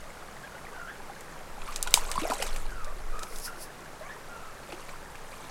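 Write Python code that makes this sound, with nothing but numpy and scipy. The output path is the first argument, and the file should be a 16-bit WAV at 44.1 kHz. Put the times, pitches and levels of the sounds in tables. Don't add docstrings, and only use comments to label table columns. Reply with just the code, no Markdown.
import sys
import numpy as np
from scipy import signal
from scipy.fft import rfft, irfft, next_fast_len
from scipy.io import wavfile

SR = 44100
rng = np.random.default_rng(int(sys.argv[2]) if len(sys.argv) > 2 else 0)


def digitize_waveform(pressure):
    field = np.atleast_2d(pressure).T
    bounded = np.clip(field, -1, 1)
    quanta = np.round(bounded * 32767).astype(np.int16)
    wavfile.write(sys.argv[1], SR, quanta)


N = 242707
TIME = np.arange(N) / SR
CUTOFF_HZ = 16000


def from_db(db):
    return 10 ** (np.asarray(db) / 20)


def rms_one(x):
    return x / np.sqrt(np.mean(x ** 2) + 1e-20)


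def add(out, s, sound):
    at = max(round(s * SR), 0)
    out[at:at + len(sound)] += sound[:max(N - at, 0)]


def dying(t, t60):
    return np.exp(-np.log(1000) * t / t60)


def colour(x, spectrum):
    hz, db = np.transpose(spectrum)
    size = next_fast_len(N)
    octave = np.log2(np.maximum(np.fft.rfftfreq(size, 1 / SR), 1))
    outside = np.abs(octave - np.clip(octave, np.log2(hz[0]), np.log2(hz[-1])))
    gain = from_db(np.interp(octave, np.log2(hz), db) - 24 * outside)
    return rms_one(irfft(rfft(x, size) * gain, size)[:N])


def coloured_noise(spectrum):
    return colour(rng.standard_normal(N), spectrum)


def drops(per_s, spread_db, cycles, low_hz, high_hz, count=28):
    sizes = from_db(spread_db * np.minimum(rng.exponential(1, N), 3))
    sizes = sizes * rng.choice([-1, 1], N)
    clicks = sizes * (rng.random(N) < per_s / SR)
    dealt = rng.integers(0, count, N)
    out = np.zeros(N)
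    for k, hz in enumerate(np.geomspace(low_hz, min(high_hz, CUTOFF_HZ), count)):
        r = dying(1 / SR, cycles / hz)
        w = 2 * np.pi * hz / SR
        resonance = [(1 - r * r) / 2, 0, -(1 - r * r) / 2, 1, -2 * r * np.cos(w), r * r]
        out += signal.sosfilt([resonance, resonance], clicks * (dealt == k) + 1e-18)
    return rms_one(out)


def scatter(x, t60, count=60):
    delays = rng.uniform(.004, t60, count)
    echoes = np.zeros(int(t60 * SR) + 1)
    echoes[(delays * SR).astype(int)] = dying(delays, t60) * rng.standard_normal(count)
    return signal.fftconvolve(x, echoes / np.linalg.norm(echoes))[:N]


def swell(s, hold_s, attack_s, release_s):
    growth = np.minimum(TIME - s, 0) / attack_s
    fade = np.maximum(TIME - s - hold_s, 0) / release_s
    return np.exp(growth - fade)


def spells(rows, attack_s, release_s, rest_db):
    gains = [from_db(db) * swell(s, length, attack_s, release_s) for s, length, db in rows]
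    return np.hypot(from_db(rest_db), np.max(gains, axis=0))


# (time [s], relative peak level [dB], starting pitch [Hz], t60 [s])
PLOPS = [(1.097, -33.5, 770, 0.055), (1.578, -33.5, 794, 0.031), (1.684, -31.5, 1127, 0.065),
         (1.864, -31.5, 926, .04), (1.874, -25.5, 1400, .02), (1.974, -15.5, 925, .024),
         (2.089, -31.5, 1105, .07), (2.155, -25.5, 980, 0.047), (2.178, -15, 1087, 0.025),
         (2.185, -27, 189, .02), (2.218, -26.5, 302, 0.099), (2.237, -24.5, 465, 0.024),
         (2.252, -18.5, 650, 0.026), (2.274, -27, 720, .045), (2.2995, -20, 650, 0.024),
         (2.3, -30.5, 257, 0.089), (2.31, -20, 1310, .017), (2.319, -15.5, 950, .02),
         (2.324, -23.5, 750, 0.05), (2.4, -27, 514, 0.063), (2.424, -23, 760, 0.028),
         (2.868, -37.5, 580, 0.084), (4.008, -35.5, 602, 0.077), (4.69, -36, 535, 0.062),
         (4.7275, -24, 800, 0.0094), (4.728, -36, 326, .14)]
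PLOP_RISE_OCT_PER_S = 5.4


def plops(closing_share=0.023):
    out, t = np.zeros(N), TIME[:SR // 6]
    for s, db, hz, t60 in PLOPS:
        pitch = hz * 2 ** (PLOP_RISE_OCT_PER_S * t)
        envelope = (1 - np.exp(-t / (closing_share * t60))) ** 2 * dying(t, t60)
        ring = np.sin(2 * np.pi * np.cumsum(pitch) / SR)
        add(out, s, from_db(db - 2) * envelope / envelope.max() * ring)
    return out


# (time [s], relative level [dB], fine mist relative to the slap [dB])
SLAPS = [(1.618, -40.5, -23), (1.676, -40, -20), (1.722, -38, -12), (1.8727, -28, -4), (1.974, -34, 5),
         (2.116, -33, -12), (2.154, -43.5, 9.5), (2.1948, -40, -1), (2.215, -37, -10), (2.3, -30.5, 0),
         (2.334, -39.5, 11), (2.4234, -26, 1.5), (2.4667, -33.5, -4), (2.561, -37, 2), (4.722, -36.5, -10),
         (4.797, -42.5, -19), (4.89, -39.5, -9), (5.154, -41, -10)]
# (time [s], length [s], relative level [dB])
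THRASHES = [(1.67, .2, -50.5), (1.95, 0.16, -44), (2.2, .25, -42), (4.68, 0.21, -55.5), (5.3, 0.22, -55.5)]
# (frequency [Hz], level [dB])
SPRAY = [(250, -13), (600, 1.5), (1200, 5), (1800, 2), (2500, 6), (3700, -0.5), (5000, -2.5), (8000, 1),
         (11000, -5), (16000, -14)]
SLAP_T60_S = .042
SPRAY_ATTACK_S, SPRAY_RELEASE_S, RESTING_PATTER_DB = 0.064, 0.14, -60.5


def splashing():
    slap, spray, t = np.zeros(N), np.zeros(N), TIME[:SR // 5]
    for s, db, mist_db in SLAPS:
        burst = from_db(db) * (1 - np.exp(-t / 0.00026)) * dying(t, SLAP_T60_S)
        add(slap, s, burst)
        add(spray, s, from_db(mist_db) * burst)
    coarse = colour(drops(per_s=6500, spread_db=2.0, cycles=8.5, low_hz=348, high_hz=4920), SPRAY)
    mist = colour(drops(per_s=7200, spread_db=3.5, cycles=3.8, low_hz=4500, high_hz=14300), SPRAY)
    patter = colour(drops(per_s=2600, spread_db=5.2, cycles=14, low_hz=900, high_hz=15000, count=48), SPRAY)
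    plips = drops(per_s=420, spread_db=5, cycles=17, low_hz=1200, high_hz=4600)
    churn = drops(per_s=700, spread_db=3.5, cycles=10.5, low_hz=396, high_hz=1400)
    falling = from_db(-1.0) * patter + from_db(-6) * plips + from_db(-1.5) * churn + from_db(-10.5) * mist
    thrashing = spells(THRASHES, SPRAY_ATTACK_S, SPRAY_RELEASE_S, RESTING_PATTER_DB)
    return from_db(1.0) * slap * coarse + from_db(-4) * spray * mist + thrashing * falling


# (time [s], relative level [dB], brightness [dB per octave])
SNAPS = [(1.208, -43.5, 11), (1.7602, -22.5, 0), (1.8271, -19, 9.5), (1.9073, -35.5, 6), (1.9403, 1, 0.5),
         (2.1149, -23.5, 3.5), (2.845, -38, -3), (3.1925, -34.5, 2), (3.2272, -42, 0), (3.232, -31.5, -4),
         (3.3593, -36.5, -2), (3.385, -38, 14), (3.399, -40, 11)]
# (frequency [Hz], relative level [dB], t60 [s])
TACKLE_MODES = [(178, -32, 0.014), (450, -32, 0.023), (774, -18, 0.0069), (1290, -32, 0.016),
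                (2376, -16.5, 0.012), (3010, -18.5, 0.008), (3890, -0.5, 0.0047), (5010, -2.5, 0.0053),
                (6130, -2, 0.0048), (7240, -5.5, 0.006), (8310, -3.5, 0.0048), (9400, -7.5, 0.0059),
                (10570, -9, 0.0044), (12060, -17, 0.0079), (13060, -32, 0.0037), (14500, -21, .0045)]
# (frequency [Hz], level [dB])
RATTLE = [(1500, -18), (3000, -11.5), (5000, -10), (8000, -5), (11000, -14.5), (16000, -22)]
RATTLE_DB, RATTLE_T60_S = -23, 0.15
RATTLE_FOLLOWS, RATTLE_HALVES_DB = 0.51, 22


def tackle():
    out, shake, t = np.zeros(N), np.zeros(N), TIME[:SR // 4]
    for s, db, brightness_db in SNAPS:
        for k, (hz, mode_db, t60) in enumerate(TACKLE_MODES):
            travel_s = .00055 * np.sqrt(4000 / max(hz, 2000))
            gain = from_db(db + mode_db + brightness_db * np.log2(hz / 6000))
            ring = np.sin(2 * np.pi * hz * t) * dying(t, t60) * (1 - np.exp(-t / 0.00033))
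            add(out, s + travel_s, 2 * (-1) ** k * gain * ring)
        rattle_t60 = RATTLE_T60_S * 2 ** (db / RATTLE_HALVES_DB)
        envelope = dying(t, rattle_t60) * (1 - np.exp(-t / 0.0012))
        add(shake, s, from_db(RATTLE_DB + RATTLE_FOLLOWS * db) * envelope)
    return out + shake * coloured_noise(RATTLE)


# (peak time [s], attack time constant [s], level [dB])
BRUSHES = [(3.37, .13, -48.5), (3.456, 0.028, -37), (3.628, 0.03, -42)]
# (frequency [Hz], level [dB])
SLEEVE = [(2000, -11), (3500, -10), (5300, 6), (7000, -3), (9000, 1), (11300, 4.5), (13000, -9),
          (16000, -6)]
BRUSH_HOLD_S, BRUSH_RELEASE_S = 0.0057, 0.017


def sleeve_rustle():
    rubbing = sum(from_db(db) * swell(s, BRUSH_HOLD_S, attack_s, BRUSH_RELEASE_S)
                  for s, attack_s, db in BRUSHES)
    return rubbing * coloured_noise(SLEEVE)


# (time [s], length [s], level [dB])
GUSTS = [(1.5, 0.2, -33.5), (1.88, 0.33, -27.5), (2.52, 0.62, -25), (3.35, 0.044, -35)]
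# (frequency [Hz], level [dB])
RUMBLE = [(10, -3), (16, 1.5), (25, -17), (40, -20.5), (63, -43.5), (100, -37.5), (200, -92)]
GUST_ATTACK_S, GUST_RELEASE_S, CALM_AIR_DB = 0.12, 0.049, -47.5


def moving_air():
    return spells(GUSTS, GUST_ATTACK_S, GUST_RELEASE_S, CALM_AIR_DB) * coloured_noise(RUMBLE)


# (time [s], length [s], start [Hz], end [Hz], relative level [dB])
WHISTLES = [(0.432, .025, 1560, 1695, -40), (0.542, 0.024, 1450, 1435, -43),
            (0.718, 0.15, 1581, 1355, -42.5), (0.862, 0.055, 1420, 1853, -38.5),
            (2.659, .3, 1719, 1093, -44.5), (3.125, 0.066, 1236, 1260, -38), (3.2, .04, 1260, 1330, -36.5),
            (3.462, .045, 1510, 1353, -38.5), (3.99, .1, 1797, 2570, -51), (4.01, .09, 1014, 1310, -47),
            (4.088, 0.044, 1666, 1900, -40), (4.27, 0.25, 1437, 1297, -45)]
GLIDE_BEND, OVERTONE_DB = 1.5, -17.5


def birds():
    out = np.zeros(N)
    wobble = 1 + .035 * coloured_noise([(30, 0), (200, -3)])
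    flutter = from_db(1.8 * coloured_noise([(20, 0), (120, -3)]))
    for s, length, start_hz, end_hz, db in WHISTLES:
        along = np.linspace(0, 1, int(length * SR))
        low_hz, high_hz = sorted((start_hz, end_hz))
        height = (along if end_hz > start_hz else 1 - along) ** GLIDE_BEND
        pitch = low_hz * (high_hz / low_hz) ** height * wobble[int(s * SR):][:len(along)]
        phase = 2 * np.pi * np.cumsum(pitch) / SR
        tone = np.sin(phase) + from_db(OVERTONE_DB) * np.sin(2 * phase)
        breath = np.sqrt(np.abs(np.sin(np.pi * along)))
        add(out, s, from_db(db) * breath * tone)
    return from_db(-1.0) * out * flutter + from_db(-5.0) * scatter(out, t60=.2)


# (frequency [Hz], level [dB])
CREEK = [(35, -13), (60, 5.5), (96, -3), (140, 3), (300, -2.5), (440, 0), (750, -1), (1100, -1.5),
         (1600, -4), (2300, -9.5), (3000, -14.5), (7750, -18), (11300, -20.5), (16000, -30.5)]
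CREEK_DB = -47


def creek():
    wash = coloured_noise(CREEK)
    gurgle = drops(per_s=260, spread_db=4.5, cycles=16, low_hz=330, high_hz=2400, count=40)
    trickle = drops(per_s=140, spread_db=5.5, cycles=22, low_hz=1600, high_hz=7500)
    water = from_db(-0.5) * wash + from_db(-5.0) * colour(gurgle, CREEK) + from_db(-21.5) * trickle
    return from_db(CREEK_DB) * water


# (frequency [Hz], level [dB])
SIDE_NOISE = [(60, -3), (300, 3.5), (1500, -18.5), (6000, -8.5), (12000, -1), (16000, 0)]


def scene():
    fish = plops() + splashing()
    snaps = tackle()
    sleeve = sleeve_rustle()
    fish_echoes = from_db(-12.5) * scatter(fish, t60=.18)
    mid = fish + fish_echoes + snaps + sleeve + moving_air() + birds() + creek()
    blurred_copies = scatter(from_db(-51.5) * (fish + sleeve) + from_db(-37) * snaps, t60=.03)
    side = from_db(-80.5) * coloured_noise(SIDE_NOISE) + blurred_copies
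    return np.array([mid + side, mid - side])


def record(dry):
    lowpass = signal.ellip(10, .1, 70, CUTOFF_HZ, fs=SR, output="sos")
    return signal.sosfilt(lowpass, np.clip(dry, -1, 1))


dry = scene()
out = record(dry)
digitize_waveform(out)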